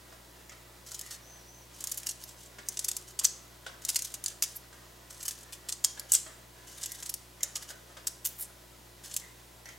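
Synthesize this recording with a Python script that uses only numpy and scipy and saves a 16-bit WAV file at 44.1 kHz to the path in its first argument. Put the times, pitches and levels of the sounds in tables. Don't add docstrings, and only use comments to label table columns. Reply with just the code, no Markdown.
import sys
import numpy as np
from scipy import signal
from scipy.fft import rfft, irfft, next_fast_len
from scipy.io import wavfile
from scipy.ndimage import uniform_filter1d, map_coordinates

SR = 44100
rng = np.random.default_rng(int(sys.argv[2]) if len(sys.argv) > 2 else 0)


def transcribe(u):
    v = np.clip(np.atleast_2d(u).T, -1, 1)
    q = np.round(v * 32767).astype(np.int16)
    wavfile.write(sys.argv[1], SR, q)


N = 431293
TIME = np.arange(N) / SR
TOP_HZ = 15950

# [f/Hz, level/dB per Hz]
AIR_SPECTRUM = [(25, -26), (60, -22), (100, -12), (150, -11.5), (250, -11), (370, -10.5), (520, -10.5),
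                (650, -11), (800, -13.5), (1000, -10.5), (1300, -21.5), (2000, -19.5), (4000, -19),
                (15800, -24)]
# [f/Hz, level/dB]
HUM_PARTIALS = [(59.2, -62), (119.7, -64.5), (177.6, -72.5), (296.1, -74), (355.3, -69.5), (1007, -76.5),
                (1955, -75)]
# [f/Hz, likeness/1]
MIC_LIKENESS = [(60, .95), (125, 0.89), (250, 0.47), (500, 0.4), (1000, 0.14), (2000, 0.37), (5000, 0.77),
                (12000, 1)]
# [f/Hz, t60/s]
KITCHEN_T60 = [(300, 1), (2500, 0.48), (7500, 0.4), (11000, 0.42), (16000, 0.15)]
# [f/Hz, level/dB]
KITCHEN_COLOUR = [(300, -0.5), (2000, 5.5), (5000, 4.5), (7500, 2), (10000, 1.5), (16000, -6)]
# [f/Hz, level/dB per Hz]
SOFT_SPECTRUM = [(120, -15), (400, -8), (650, 2), (900, -9), (1250, -0.5), (1700, -2), (2050, -5),
                 (2600, -9), (3200, -7), (4500, -10), (7500, -9), (14000, -28)]
# [f/Hz, level/dB per Hz]
WET_SPECTRUM = [(250, -41), (1200, -9.5), (1950, -5.5), (2400, -14.5), (3050, -5.5), (4200, -3),
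                (6300, -1.5), (8000, -1.5), (10000, -4), (16000, -14)]
# [f/Hz, level/dB per Hz]
FLESH_SPECTRUM = [(150, -46), (600, -25.5), (1300, -16), (2300, -13.5), (3100, -7), (3900, -8.5),
                  (5500, -2.5), (7400, 1.5), (9000, -3.5), (12000, -5), (16000, -15.5)]
# [t/s, level before trim/dB]
PAT_EVENTS = [(0.124, -50.5), (0.519, -49), (2.585, -42.5), (3.212, -43.5), (3.664, -38), (4.728, -49),
              (5.974, -44.5), (6.263, -45.5), (7.433, -44), (7.56, -48), (7.703, -44.5), (7.969, -44.5)]
# [t/s, level before trim/dB]
TAP_EVENTS = [(0.495, -42.5), (7.407, -41.5), (9.657, -40.5), (9.689, -40.5)]
# [f/Hz, level within a tap/dB, t60/s]
KNIFE_MODES = [(1980, -7, 0.13), (2075, 0.5, 0.073), (3150, -10, 0.14), (5420, -4.5, 0.027),
               (6420, 9, 0.016)]
# [start t/s, length/s, force level/dB]
BLADE_STROKES = [(0.863, 0.26, -52), (1.115, 0.034, -49.5), (1.745, 0.31, -53), (2.202, .11, -53.5),
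                 (2.377, 0.083, -55), (2.667, 0.35, -55.5), (3.08, 0.023, -51), (3.823, 0.29, -51),
                 (4.249, 0.063, -47.5), (4.427, .13, -56), (5.104, .33, -55), (6.095, 0.097, -47.5),
                 (6.675, 0.13, -50.5), (6.819, 0.25, -50.5), (7.619, 0.012, -47.5), (7.685, 0.021, -46.5),
                 (9.04, 0.159, -50)]
# [f/Hz, width/Hz, level relative to the force/dB]
BLADE_MODES = [(1610, 83, -15.5), (3005, 130, -10), (6330, 1000, -1)]
# [t at the peak/s, level/dB, time scale/s, sparkle/dB]
BIG_JERKS = [(.919, -40, .011, -7), (0.946, -36.5, .01, -4), (0.993, -37, 0.0059, 1), (1.014, -37, .007, 0),
             (1.808, -38, 0.01, -4), (1.842, -30.5, 0.0079, 3.5), (1.873, -31.5, 0.0075, 1),
             (1.918, -28.5, 0.0076, 2.5), (1.945, -41, .005, 6), (1.978, -32.5, 0.012, 8.5),
             (2.067, -29, .012, 1), (2.091, -30, 0.011, -5), (2.112, -37, .01, -5), (2.239, -39, 0.0015, 4),
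             (2.687, -27, 0.0019, 3.5), (2.772, -32.5, 0.0033, -16), (2.793, -27.5, 0.0041, -5),
             (2.846, -28, 0.0083, 3), (2.886, -25, 0.01, 0), (2.915, -30.5, .005, -2),
             (2.969, -30, 0.015, 2), (3.193, -26.5, 0.0068, -7), (3.244, -25.5, 0.025, 4),
             (3.25, -20.5, 0.014, -17), (3.851, -29, 0.0045, 3), (3.891, -25, 0.018, -1),
             (3.946, -35, 0.0037, -3), (3.96, -23, .01, -3), (3.991, -32, .007, 0),
             (4.023, -31, 0.0062, -2), (4.049, -34, 0.014, -0.5), (4.143, -33, 0.01, -3),
             (4.241, -32, 0.0037, 2), (4.261, -25.5, 0.0027, -10), (4.282, -33, 0.002, -2),
             (4.425, -21.5, 0.0062, -2), (4.437, -28, 0.014, 0), (4.562, -37.5, 0.019, 16),
             (5.21, -43.5, .02, -6), (5.23, -37.5, .006, 1), (5.257, -35, 0.014, 3),
             (5.284, -28, 0.0095, 1.5), (5.312, -36.5, 0.013, -2), (5.532, -40.5, 0.041, -1.5),
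             (5.692, -32, 0.019, -4), (5.725, -28, 0.011, -6), (5.846, -18.5, 0.012, -4),
             (5.996, -33.5, 0.0019, 1.5), (6.12, -18.5, 0.0044, 3.5), (6.137, -24.5, 0.032, 6),
             (6.152, -24.5, 0.024, -11), (6.834, -32, 0.018, -7), (6.861, -33, 0.012, -2),
             (6.921, -36, 0.006, 3), (7.03, -36.5, .01, -7), (7.06, -37.5, 0.012, -6),
             (7.095, -30.5, .005, 2), (7.141, -30, 0.0046, 5.5), (7.433, -22.5, 0.0094, 0),
             (7.56, -30, 0.017, -5), (8.072, -25.5, 0.012, 2), (8.252, -29, 0.018, 5.5),
             (8.259, -30, 0.024, 10), (9.117, -43.5, 0.019, -12), (9.143, -34.5, 0.015, 2),
             (9.166, -25.5, 0.0077, 0.5)]
# [start t/s, length/s, level before the arch/dB, top f/Hz]
THIN_TONES = [(.99, .17, -63.5, 1975), (1.202, .23, -62, 6170), (1.444, 0.2, -62.5, 6160),
              (6.886, 0.075, -59, 2020), (9.2, 0.061, -62.5, 2010), (9.65, 0.06, -59, 1985)]
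# [start t/s, length/s, level at the top/dB, f/Hz]
LOW_DRONE = (2.5, 0.95, -65.5, 377)
# [t/s, level before build-up and decay/dB, f/Hz]
SKIN_SNAPS = [(3.2524, -3.5, 6220), (5.846, -19, 7100), (6.121, -5, 7750), (6.137, -2, 8200),
              (6.1508, -0.5, 7420)]
# [t/s, level before flutter/dB, centre f/Hz]
RIP_PATH = [(8.26, -34, 13800), (8.31, -57, 14500), (8.375, -57, 14000), (8.395, -40, 12800),
            (8.425, -34, 11000), (8.44, -44, 9100), (8.465, -57, 7800)]


def amp(db):
    return 10 ** (np.asarray(db) / 20)


def unit(x):
    return x / np.sqrt(np.mean(x ** 2) + 1e-20)


def along(points, hz):
    f, v = np.transpose(points)
    return np.interp(np.log(hz + 1), np.log(f), v)


def gain_curve(s, db):
    return amp(np.interp(TIME, s, db, left=-200, right=-200))


def wobble(rate):
    return map_coordinates(rng.standard_normal(int(N * rate / SR) + 4), [TIME * rate])


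def arch_at(s, length):
    return np.abs(np.sin(np.pi * np.clip((TIME - s) / length, 0, 1)))


def add(track, s, sound):
    part = track[..., max(round(s * SR), 0):][..., :sound.shape[-1]]
    part += sound[..., :part.shape[-1]]


def coloured(x, db_of_hz):
    size = 2 * next_fast_len(len(x) // 2 + 512)
    hz = np.fft.rfftfreq(size, 1 / SR)
    cepstrum = irfft(np.log(amp(db_of_hz(hz))))
    cepstrum[1:size // 2] *= 2
    cepstrum[size // 2 + 1:] = 0
    response = np.exp(rfft(cepstrum))
    return irfft(rfft(x, size) * response)[:len(x)]


def narrow(x, hz, width_hz):
    return unit(signal.lfilter(*signal.iirpeak(hz, hz / width_hz, fs=SR), x))


def pops(size, spread_db):
    cell_db = spread_db * np.clip(rng.standard_normal(size), -3, 2.5)
    return rng.standard_normal(size) * amp(cell_db)


def stereo(mid, side):
    hz = np.fft.rfftfreq(mid.shape[-1], 1 / SR)
    turn = np.arccos(np.clip(along(MIC_LIKENESS, hz), -1, 1)) / 2
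    m = irfft(rfft(mid) * np.cos(turn), len(mid))
    s = irfft(rfft(side) * np.sin(turn), len(side))
    return np.array([m + s, m - s])


def background(air_db=-56, waver_db=0.04):
    size = next_fast_len(N)
    mid, side = [coloured(rng.standard_normal(size), lambda hz: along(AIR_SPECTRUM, hz)) for _ in range(2)]
    air = stereo(mid, side)[:, :N]
    hum = np.zeros(N)
    for hz, db in HUM_PARTIALS:
        level = amp(db + waver_db * wobble(3.01)) * np.sqrt(2)
        phase = 2 * np.pi * (hz * TIME + rng.random()) + 0.26 * wobble(2.08)
        hum += level * np.sin(phase)
    return amp(air_db) * unit(air) + hum


def fingers(level_db=-66, spread_db=9):
    sticky = coloured(pops(N, spread_db), lambda hz: along(SOFT_SPECTRUM, hz))
    shifting = amp(2.5 * wobble(22))
    return amp(level_db) * unit(sticky * shifting)


def pats(t60=0.077, trim_db=-1):
    out, t = np.zeros(N), np.arange(SR // 5) / SR
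    for s, db in PAT_EVENTS:
        puff = unit(coloured(rng.standard_normal(len(t)), lambda hz: along(SOFT_SPECTRUM, hz)))
        add(out, s, amp(db + trim_db - 60 * t / t60) * puff)
    return out


def taps(trim_db=-8, tick_t60=0.01, rough=0.41):
    out, t = np.zeros(N), np.arange(SR // 4) / SR
    for s, db in TAP_EVENTS:
        clock = t + np.cumsum(rough * rng.standard_normal(len(t))) / SR
        ring = np.zeros(len(t))
        for hz, level, t60 in KNIFE_MODES:
            ring += amp(level - 60 * t / t60) * np.sin(2 * np.pi * hz * clock)
        tick = unit(coloured(rng.standard_normal(len(t)), lambda hz: along(WET_SPECTRUM, hz)))
        tick *= amp(-60 * t / tick_t60)
        add(out, s, amp(db + trim_db) * (ring + tick))
    return out


def pressure(attack_s=0.0125, release_s=0.03, dig_s=0.14):
    force, depth = np.zeros(N), np.zeros(N)
    for s, length, db in BLADE_STROKES:
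        bite = np.clip((TIME - s) / attack_s + 1, 0, 1)
        release = np.clip((s + length - TIME) / release_s + 1, 0, 1)
        gate = bite * release
        force += gate * amp(db)
        depth = np.where(gate > 0, gate * np.clip((TIME - s) / dig_s, 0, 1), depth)
    return force, depth


def scrape(force, spread_db=7, judder_db=4.5, trim_db=-2, ticks_per_s=70, tick_db=-7):
    grains = unit(pops(N, spread_db) * amp(judder_db * wobble(110)))
    ticks = unit((rng.random(N) < ticks_per_s / SR) * rng.standard_normal(N))
    wet = coloured(grains + amp(tick_db) * ticks, lambda hz: along(WET_SPECTRUM, hz))
    return amp(trim_db) * force * unit(wet)


def singing(force, depth, trim_db=-6, damping_db=7, spread_db=5):
    rub = pops(N, spread_db)
    ring = sum(amp(db) * narrow(rub, hz, width) for hz, width, db in BLADE_MODES)
    return amp(trim_db - damping_db * depth) * force * ring


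def stutters(force, depth, per_s=36, scatter=0.35, over_db=5.5, scatter_db=3.5,
             shallow_db=11, rest_s=0.016, length_s=0.007, sparkle_db=-2):
    chance = rng.standard_normal((int(N / SR * per_s), 2))
    times = (np.arange(len(chance)) + scatter * chance[:, 0]) / per_s
    push, deep = np.interp(times, TIME, force), np.interp(times, TIME, depth)
    slip_db = over_db - shallow_db * (1 - deep) + scatter_db * chance[:, 1]
    to_big_jerk = np.abs(times[:, None] - np.array(BIG_JERKS)[:, 0]).min(axis=1)
    free = (push > 0) & (to_big_jerk > rest_s)
    levels = 20 * np.log10(push[free]) + slip_db[free]
    return [(s, db, length_s, sparkle_db) for s, db in zip(times[free], levels)]


def avalanche(size, splits_per_s=650, split_s=0.00033, fizz=0.23):
    starts = (rng.random(size) < splits_per_s / SR) * rng.uniform(0.41, 2.6, size)
    return fizz + signal.lfilter([1], [1, -np.exp(-1 / (split_s * SR))], starts)


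def jerk_body(db, length, sparkle_db, usual_db=-30.5, usual_s=0.012):
    body_db = -1.5 - 0.21 * (db - usual_db)
    body_db += 2 * np.log2(length / usual_s)
    body_db -= 0.33 * max(sparkle_db, 0)
    return body_db + rng.standard_normal()


def jerks(rows, spread_db=4.5, fall_db=19, rise_db=110, lead_s=0.02):
    out, t = np.zeros(N), np.arange(SR // 12) / SR - lead_s
    for s, db, length, sparkle_db in rows:
        age = t / length
        swell = amp(np.where(age < 0, -rise_db * age ** 2, -fall_db * age))
        tint = [(2500, jerk_body(db, length, sparkle_db)), (5500, 0), (8500, 0), (12500, sparkle_db)]
        cells = swell * avalanche(len(t)) * pops(len(t), spread_db)
        burst = coloured(cells, lambda hz: along(FLESH_SPECTRUM, hz) + along(tint, hz))
        loudest = uniform_filter1d(burst ** 2, SR // 250).max()
        add(out, s - lead_s, amp(db) * burst / np.sqrt(loudest))
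    return out


def thin_tones(sag=0.08, waver=0.016):
    out = np.zeros(N)
    for s, length, db, hz in THIN_TONES:
        arch = arch_at(s, length)
        bend = 1 - sag * (1 - np.sin(np.pi / 2 * arch ** 2))
        pitch = hz * bend * (1 + waver * wobble(620))
        tone = np.sin(2 * np.pi * np.cumsum(pitch) / SR) * wobble(330)
        out += amp(db) * np.sqrt(arch) * unit(tone)
    return out


def drone(width_hz=50):
    s, length, db, hz = LOW_DRONE
    once = narrow(rng.standard_normal(N), hz, width_hz)
    return amp(db) * np.sqrt(arch_at(s, length)) * narrow(once, hz, width_hz)


def snaps(t60=0.0045):
    out, t = np.zeros(N), np.arange(SR // 50) / SR
    for s, db, hz in SKIN_SNAPS:
        onset = 1 - np.exp(-t * hz)
        add(out, s, amp(db - 60 * t / t60) * onset * np.sin(2 * np.pi * hz * t))
    return out


def rip(width=0.13, flutter_db=4, spread_db=6):
    s, db, hz = np.transpose(RIP_PATH)
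    centre, out = np.interp(TIME, s, hz), np.zeros(N)
    for band_hz in np.geomspace(7000, 15000, 5):
        fizz = narrow(pops(N, spread_db), band_hz, band_hz / 5)
        out += fizz * np.exp(-(np.log(centre / band_hz) / width) ** 2)
    return out * gain_curve(s, db) * unit(amp(flutter_db * wobble(300)))


def kitchen(x, near_db, room_db, near_t60=0.027):
    out, block = np.zeros((2, N)), SR // 4
    for start in range(0, N, block):
        hz, t, z = signal.stft(rng.standard_normal((2, SR // 2)), SR, nperseg=256)
        fade_db = along(KITCHEN_COLOUR, hz)[:, None] - 60 * t / along(KITCHEN_T60, hz)[:, None]
        tail = stereo(*signal.istft(z * amp(fade_db), SR, nperseg=256)[1])
        age = np.arange(tail.shape[1]) / SR
        near = stereo(*rng.standard_normal((2, len(age))))
        near = near * amp(-60 * age / near_t60) * (age > 0.001)
        walls = amp(room_db) * tail / np.linalg.norm(tail[0])
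        answer = walls + amp(near_db) * near / np.linalg.norm(near[0])
        add(out, start / SR, signal.fftconvolve(x[None, start:start + block], answer, axes=1))
    return x + out


def scene():
    force, depth = pressure()
    blade = jerks(BIG_JERKS) + jerks(stutters(force, depth)) + scrape(force) + singing(force, depth)
    cutting = blade + snaps() + rip()
    handling_and_tones = pats() + taps() + fingers() + thin_tones()
    close = kitchen(cutting, near_db=-3, room_db=-12)
    close += kitchen(handling_and_tones, near_db=-0.5, room_db=-2.5)
    return close + background() + drone()


def record(dry):
    size = next_fast_len(N + SR // 10)
    passed = np.fft.rfftfreq(size, 1 / SR) < TOP_HZ
    return irfft(rfft(dry, size) * passed, size)[:, :N]


dry = scene()
out = record(dry)
transcribe(out)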